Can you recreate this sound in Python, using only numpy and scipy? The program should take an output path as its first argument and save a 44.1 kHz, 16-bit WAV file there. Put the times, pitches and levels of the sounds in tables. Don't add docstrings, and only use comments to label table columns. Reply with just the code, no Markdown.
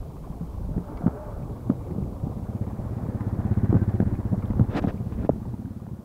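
import sys
import numpy as np
from scipy import signal
from scipy.io import wavfile
from scipy.ndimage import uniform_filter1d, minimum_filter1d

SR = 44100
rng = np.random.default_rng(int(sys.argv[2]) if len(sys.argv) > 2 else 0)


def wav_out(sig):
    wavfile.write(sys.argv[1], SR, np.round(np.clip(np.atleast_2d(sig).T, -1, 1) * 32767).astype(np.int16))


def invert_db(x):
    u = np.asarray(x, float) / 20
    return 10 ** u


N = 266422
TIME_S = np.arange(N) / SR

# start_s, peak_db, pitch_hz, t60_s (time to fall 60 dB), swell_cycles
HARD_BUMPS = [(0.763, -19.5, 177, 0.19, 0.14), (.779, -18.5, 267, 0.016, 0.27),
              (1.0615, -9, 204.4, 0.028, 0.95), (1.078, -11, 158, 0.009, 0.23),
              (1.697, -9, 235, 0.032, 0.68), (1.7117, -15.5, 187, .053, 0.05),
              (1.961, -21, 204, 0.021, 0.093), (1.981, -19, 189, 0.081, 0.25),
              (3.7269, -11, 308, 0.025, 0.13), (3.7318, -21, 252.6, 0.084, 0.34),
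              (3.7424, -12.5, 199, 0.016, 0.11), (3.7495, -11, 195.4, 0.062, 0.19),
              (3.7665, -13.5, 148, 0.01, 0.22), (4.002, -9.5, 171, 0.01, 0.038),
              (4.0244, -14.5, 192, .037, 0.26), (4.5946, -10, 193, 0.053, 0.13),
              (4.8379, -25, 276, 0.17, 0.54), (4.872, -12.5, 170, 0.028, 0.063),
              (5.248, -15.5, 270, 0.01, .25)]


def in_time(rows):
    s, *columns = np.transpose(rows)
    return [np.interp(TIME_S, s, column) for column in columns]


def rms_one(x):
    return x / np.sqrt(np.mean(x ** 2) + 1e-20)


def butter(x, hz, kind, order=2):
    return signal.sosfilt(signal.butter(order, hz, kind, fs=SR, output="sos"), x)


def noise(hz, kind, order=2):
    return rms_one(butter(rng.standard_normal(N), hz, kind, order))


def drift(rate):
    r = np.exp(-80 * np.pi * rate / SR)
    draws = rng.standard_normal(N // 40 + 2002)
    slow = signal.lfilter([1], [1, -2 * r, r * r], draws)[2000:]
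    return np.interp(np.arange(N) / 40, np.arange(len(slow)), rms_one(slow))


def grains(per_s, spread_db):
    sizes = invert_db(spread_db * np.minimum(rng.exponential(1, (2, N)), 5))
    sizes *= rng.choice([-1, 1], (2, N))
    return sizes * (rng.random((2, N)) < per_s / SR)


def coloured(source, spectrum, patchy_db, rate):
    hz, level_db = np.transpose(spectrum)
    edges = hz[0] * 2 ** np.arange(0, np.log2(hz[-1] / hz[0]), .5)
    out, together = 0, drift(rate)
    for k, (low, high) in enumerate(zip(edges, edges[1:])):
        band_db = np.interp(np.log(low * high) / 2, np.log(hz), level_db)
        flicker_db = patchy_db * (0.23 * together + drift(rate))
        band = butter(source[k % 2], [low, high], "band", order=3)
        out = out + invert_db(band_db + flicker_db) * band
    return rms_one(out)


def add(out, s, peak_db, hz, t60, rise):
    t = np.arange(round(.15 * SR)) / SR
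    fade = invert_db(-60 * t / max(t60, .004))
    ring = np.sin(2 * np.pi * hz * t) * fade * (1 - np.exp(-t / rise))
    i = round(s * SR)
    out[i:i + len(t)] += (invert_db(peak_db) * ring / np.abs(ring).max())[:N - i]


def distance_db(lead_s=0):
    nearest_s, gap_m, overtake_m_s = 3.753, 1.51, 3.64
    along_m = overtake_m_s * (TIME_S + lead_s - nearest_s)
    return -10 * np.log10(1 + (along_m / gap_m) ** 2)


def exhaust_puffs(fired, pulse_db, return_db, chance):
    puff_s, trip_s, widen, loss = .0052, .0095, 1.28, .4
    out = np.zeros(N + SR)
    for i, luck in zip(fired, chance):
        for k in range(5):
            height = 2.8 * loss ** k if k else 1
            puff = np.hanning(round(puff_s * widen ** k * SR))
            start = i + round((.0035 + k * trip_s) * SR) - len(puff) // 2
            level_db = pulse_db[i] + 1.0 + k * (return_db[i] + .7 * luck[0])
            level_db += .6 * luck[4] + .5 * luck[k]
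            out[start:start + len(puff)] += puff * height * invert_db(level_db)
    return butter(out[:N], 900, "low")


def exhaust_thump(puffs):
    hz, width_hz, gain = 62, 12, 1.5
    r = np.exp(-np.pi * width_hz / SR)
    boom = signal.lfilter([(1 - r * r) / 2, 0, (r * r - 1) / 2],
                          [1, -2 * r * np.cos(2 * np.pi * hz / SR), r * r], puffs)
    suction = np.hanning(round(.0145 * SR))
    balanced = puffs - signal.fftconvolve(puffs, suction / suction.sum(), "same")
    return butter(balanced + gain * boom, 23, "high")


def pipe_rings(fired, pulse_db, chance):
    out, far_db = np.zeros(N), distance_db()
    for i, luck in zip(fired, chance):
        header_db, header_hz = pulse_db[i] - 20 + 3.9 * luck[3], 330 * np.exp(0.095 * luck[2])
        add(out, i / SR + 0.0021, header_db, header_hz, t60=0.061, rise=0.0025)
        echo_db = pulse_db[i] - 22.5 - 0.78 * far_db[i]
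        add(out, i / SR + 0.0017, echo_db, 208, t60=0.059, rise=0.0042)
    return out


def gear_whine():
    # start_s, pitch_hz, level_db
    whine_path = [
        (3.1, 1520, -75),
        (3.44, 1490, -66),
        (3.52, 1495, -58),
        (3.6, 1500, -63),
        (3.72, 1520, -63),
        (3.745, 1525, -52),
        (3.83, 1523, -53),
        (3.86, 1490, -60),
        (4.2, 1425, -72),
    ]
    hz, level_db = in_time(whine_path)
    wobble = 1 + .35 * noise(25, "low")
    wavering_hz = hz + 15 * drift(10.5)
    return wobble * np.sin(np.cumsum(2 * np.pi * wavering_hz / SR)) * invert_db(level_db)


def clatter(gas_flow, pulse_db):
    level_db = -52.5 + 1.06 * distance_db(lead_s=0.04)
    level_db += -19.5 * (TIME_S < 2.1)
    rattle = rms_one(butter(grains(4000, spread_db=4.5)[0], [850, 1900], "band", order=4))
    return invert_db(level_db) * rattle * (0.79 + 0.13 * gas_flow / invert_db(pulse_db))


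def motorcycle():
    # start_s, firings_so_far (count)
    firing_count = [(2.06, 0), (2.2405, 3), (2.6104, 9), (2.9661, 15), (3.3256, 21), (3.4496, 23),
                    (3.6922, 27), (4.1236, 34), (4.3147, 37), (4.6862, 43), (4.8784, 46), (5.0605, 49),
                    (5.3586, 54), (5.7051, 60), (6.045, 66)]
    # start_s, level_db (over cruising)
    throttle_path = [(2.1, -40), (2.3, -0.5), (2.45, -0.5), (2.58, 2.5), (2.85, -3.5), (3.3, -1),
                     (3.57, 1.2), (3.8, -1), (4.3, -0.5), (4.75, 1), (5.0, 0.5), (5.6, 2.5), (6.04, 2)]
    turns, = in_time(firing_count)
    throttle_db, = in_time(throttle_path)
    pulse_db = -10.5 + distance_db() + throttle_db
    return_db = -0.17 * throttle_db + 0.3 * distance_db()
    fired = np.flatnonzero(np.diff(np.floor(turns)) > 0)
    chance = rng.standard_normal((len(fired), 5))
    puffs = exhaust_puffs(fired, pulse_db, return_db, chance)
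    gas_flow = butter(puffs, 37, "low")
    rasp = invert_db(-23.0) * gas_flow * noise([300, 800], "band")
    machinery = (gear_whine() + clatter(gas_flow, pulse_db)) * (turns > 9)
    return exhaust_thump(puffs) + pipe_rings(fired, pulse_db, chance) + rasp + machinery


def soft_contact(x):
    return butter(butter(x, 99, "high"), 850, "low", order=3)


def knock(out, s, peak_db, hz, t60, swell):
    rise = max(swell, .05) / hz
    add(out, s, peak_db, hz, t60, rise)
    add(out, s, peak_db - 8, hz * 0.744, t60 * .9, rise)
    add(out, s, peak_db - 14, hz * 2.3, t60 * .45, rise=.001)


def bumps():
    # start_s, peak_db, pitch_hz
    soft_bumps = [(.3, -27, 156), (0.4092, -22.5, 159), (0.427, -28.5, 163), (0.508, -45, 202),
                  (0.69, -28, 242), (0.708, -23.5, 144), (1.008, -28, 295), (1.037, -20, 163),
                  (1.418, -29, 132), (1.501, -33, 162), (2.002, -29, 178), (2.021, -19.5, 126),
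                  (2.2204, -25, 106), (2.233, -21, 141), (2.268, -24, 236), (2.297, -25, 193),
                  (4.0123, -24, 207), (4.3285, -13.5, 186), (4.502, -21.5, 210), (4.607, -9, 113.5),
                  (4.685, -28, 147), (4.75, -16, 195), (4.8435, -14.5, 189), (4.939, -22, 122),
                  (5.539, -27, 248), (5.911, -22.5, 135), (3.056, -25.5, 127), (5.311, -24, 136),
                  (5.379, -28.5, 170), (5.46, -24, 148.7)]
    out, blows = np.zeros(N), np.zeros(N)
    soft = [(s, peak_db, hz, 12.2 / hz, 0.19) for s, peak_db, hz in soft_bumps]
    for s, peak_db, hz, t60, swell in list(HARD_BUMPS) + soft:
        knock(out, s, peak_db, hz, t60, swell)
        blows[round(s * SR)] = invert_db(peak_db - 26)
    shudder = signal.lfilter([1], [1, -invert_db(-60 / (0.1 * SR))], blows + 1e-18)
    rattle = rms_one(butter(grains(1500, spread_db=5.0)[0], [280, 800], "band"))
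    return soft_contact(out + butter(shudder, 110, "low") * rattle)


def loose_parts():
    # start_s, peak_db, pitch_hz
    ticks = [(0.029, -52, 1080), (.167, -48, 1090), (.24, -46.5, 1045), (.325, -47, 1030),
             (.542, -48, 1030), (.881, -49, 1240), (.972, -51.5, 2040), (1.301, -53, 1000),
             (1.365, -41.5, 640), (1.427, -61, 2300), (2.667, -53, 700), (2.668, -63, 2070),
             (2.85, -48, 710), (3.149, -41, 650), (3.208, -46, 1130), (3.208, -52, 1810), (4.114, -43, 594),
             (4.152, -58, 2220), (4.229, -65, 900), (4.251, -47, 690), (4.424, -42.5, 1210),
             (4.422, -53.5, 2120), (4.84, -28, 708), (4.87, -48, 766), (4.974, -58, 2280),
             (5.123, -45.5, 1060), (5.799, -50, 1090), (5.453, -43, 820), (5.539, -43.5, 870),
             (5.887, -50, 900)]
    # start_s, peak_db, pitch_hz
    snaps = [(0.779, -53, 1700), (.9725, -55, 4370), (.9737, -55, 2900), (1.009, -53, 900),
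             (1.911, -54, 1890), (2.667, -43, 900), (2.85, -50, 890), (3.208, -43, 1490), (4.114, -46, 800),
             (4.23, -47, 900), (4.251, -48, 800), (4.534, -39, 900), (2.64, -52, 1900), (2.975, -58, 2330),
             (3.54, -53, 2300), (4.865, -54, 3470), (2.037, -57, 2200), (4.456, -53, 3260),
             (4.506, -47, 1800), (4.825, -55, 5900), (5.125, -55, 2300), (5.294, -29, 1060),
             (5.307, -41, 1300), (5.656, -50, 1300), (5.866, -51, 1450)]
    hits = [(s, peak_db, hz, 0.0088) for s, peak_db, hz in snaps]
    hits += [(s, peak_db, hz, 0.058) for s, peak_db, hz in ticks]
    for s, peak_db, hz, _, swell in HARD_BUMPS:
        widest_s = s + 1.6 * swell / hz
        part_hz = 1212 * np.exp(0.067 * rng.standard_normal())
        hits.append((widest_s, 1.94 * peak_db - 16, part_hz, 0.0086))
    out = np.zeros(N)
    for s, peak_db, hz, t60 in hits:
        add(out, s, peak_db, hz, t60, rise=.0005)
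        add(out, s, peak_db - 12.5, hz * 1.304, t60 * 0.16, rise=0.00026)
        add(out, s, peak_db - 7, hz * .62, t60 * .6, rise=.0005)
        add(out, s, peak_db - 1.5, hz * 1.097, t60, rise=0.00088)
        add(out, s, peak_db - 19.0, hz * 2.3, t60 * .5, rise=0.001)
    return out


def finger_taps():
    # start_s, peak_db, pitch_hz, t60_s
    taps = [
        (4.341, -26.5, 627, 0.029),
        (4.535, -29, 500, 0.006),
        (5.292, 1, 560, 0.01),
        (5.298, -1, 223, 0.0082),
        (5.453, -37.5, 473, 0.046),
        (5.866, -32, 740, .01),
    ]
    out = np.zeros(N)
    for s, peak_db, hz, t60 in taps:
        knock(out, s, peak_db, hz, t60, swell=.5)
    return soft_contact(out)


def hand_rubs():
    # fullest_contact_s, level_db, build_up_s, hold_s
    rubs = [
        (4.714, -55.5, .05, 0.025),
        (4.771, -37.5, 0.082, 0.025),
        (4.823, -51.5, 0.013, 0.032),
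        (4.882, -46.5, 0.025, 0.026),
        (5.123, -58, 0.024, 0.023),
        (5.19, -61, 0.099, 0.044),
        (5.247, -53.5, 0.073, 0.02),
    ]
    # pitch_hz, level_db (per Hz)
    rub_colour = [(120, -10), (288, -1), (676, -6), (900, -14), (1300, -14), (1830, -18), (3200, -27),
                  (15500, -59)]
    level = 0
    for s, level_db, build_s, hold_s in rubs:
        before_s, after_s = np.maximum(s - TIME_S, 0), np.maximum(TIME_S - s, 0)
        lifted_s = np.maximum(TIME_S - s - hold_s, 0)
        level = level + invert_db(level_db - 32 * before_s / build_s - 152 * after_s - 2202 * lifted_s)
    slips = coloured(grains(12000, spread_db=2.0), rub_colour, patchy_db=-0.5, rate=15)
    pressure = level / level.max()
    dull = butter(slips, 2200, "low", order=1)
    return invert_db(14.0) * level * (dull + pressure * (slips - dull))


def tyre_roar():
    # start_s, level_db
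    surface = [(0.0, -46), (0.72, -45.5), (1.1, -40.5), (1.55, -44.5), (2.1, -44), (3.45, -40.5),
               (4.1, -45.5), (4.65, -41.5), (5.0, -45.5), (5.3, -47), (6.04, -49)]
    # pitch_hz, level_db (per Hz)
    tyre_colour = [(150, -41.5), (250, -2), (313, -6.5), (446, -11.5), (598, 2), (756, -11), (818, -13),
                   (920, -10), (1310, -14), (1620, -18), (2600, -26.5), (3380, -69), (5720, -120)]
    level_db, = in_time(surface)
    roar = coloured(grains(3000, spread_db=2.0), tyre_colour, patchy_db=2.5, rate=39)
    muffled = .75 * butter(roar, 1550, "low", order=4) + .25 * roar
    return invert_db(level_db - 0.5) * muffled


def frame_rumble():
    # pitch_hz, level_db (per Hz)
    rumble_colour = [(24, -37), (40, -9), (113, 1), (187, -5.5), (231, -7), (500, -20.5), (650, -30),
                     (1100, -120)]
    level_db = np.where((TIME_S > 1.43) & (TIME_S < 5.4), -34.5, -39)
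    rumble = coloured(grains(900, spread_db=3.5), rumble_colour, patchy_db=3.5, rate=5.7)
    return invert_db(uniform_filter1d(level_db, size=SR // 8)) * rumble


def wind():
    # middle_s, peak_db, half_length_s
    gusts = [(0.0, -20, 0.017), (0.306, -37.5, 0.29), (0.69, -34.5, 0.17), (1.1, -37.5, 0.21),
             (1.418, -37.5, 0.13), (1.82, -44, 0.17), (2.204, -37, 0.23), (2.83, -39, 0.09),
             (3.337, -43, 0.27), (3.744, -47, .15), (4.1, -35, 0.13), (4.516, -30.5, 0.13),
             (4.83, -33.5, 0.11), (5.186, -31.5, 0.033), (5.32, -34, 0.14)]
    level = invert_db(-71.5)
    for s, peak_db, half_s in gusts:
        level = level + invert_db(peak_db) * np.exp(-((TIME_S - s) / half_s) ** 2)
    return level * rms_one(butter(butter(rng.standard_normal(N), 78, "low", order=4), 34, "high"))


def far_vehicle():
    # pitch_hz, level_db
    hums = [
        (410, -50),
        (585, -46.5),
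        (690, -52.5),
        (870, -51),
    ]
    t = TIME_S - 1.12
    out = invert_db(-52) * noise([480, 1450], "band", order=5)
    for hz, hum_db in hums:
        pitch = hz * (1 - .03 * t + .03 * drift(14.0))
        out += invert_db(hum_db - 1 + 5.8 * drift(10.3)) * np.sin(np.cumsum(2 * np.pi * pitch / SR))
    return out / (1 + (t / 0.28) ** 4)


def leaves():
    return invert_db(-74.5) * noise([1800, 4500], "band") * invert_db(1.4 * drift(10.0))


def scene():
    bicycle = bumps() + loose_parts() + tyre_roar() + frame_rumble()
    hand = finger_taps() + hand_rubs()
    return (motorcycle() + bicycle + hand + wind() + far_vehicle() + leaves())[None]


def band_limit(x):
    return signal.sosfilt(signal.butter(12, 15770, fs=SR, output="sos"), x)


def record(dry):
    hiss = rms_one(rng.standard_normal(N)) * invert_db(-64)
    hiss += invert_db(-88) * np.sin(2 * np.pi * 15625 * TIME_S)
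    turned_down_db = -3.5 * np.maximum(TIME_S - 5.09, 0)
    x = (dry + hiss) * invert_db(turned_down_db)
    gain = np.minimum(1, .6 / (np.abs(x) + 1e-9))
    ahead = round(.016 * SR)
    gain = uniform_filter1d(minimum_filter1d(gain, size=2 * ahead), size=ahead)
    top_cut = signal.sosfilt(signal.ellip(12, .2, 60, 15750, fs=SR, output="sos"), x * gain)
    return band_limit(1.025 * top_cut)


dry = scene()
out = record(dry)
wav_out(out)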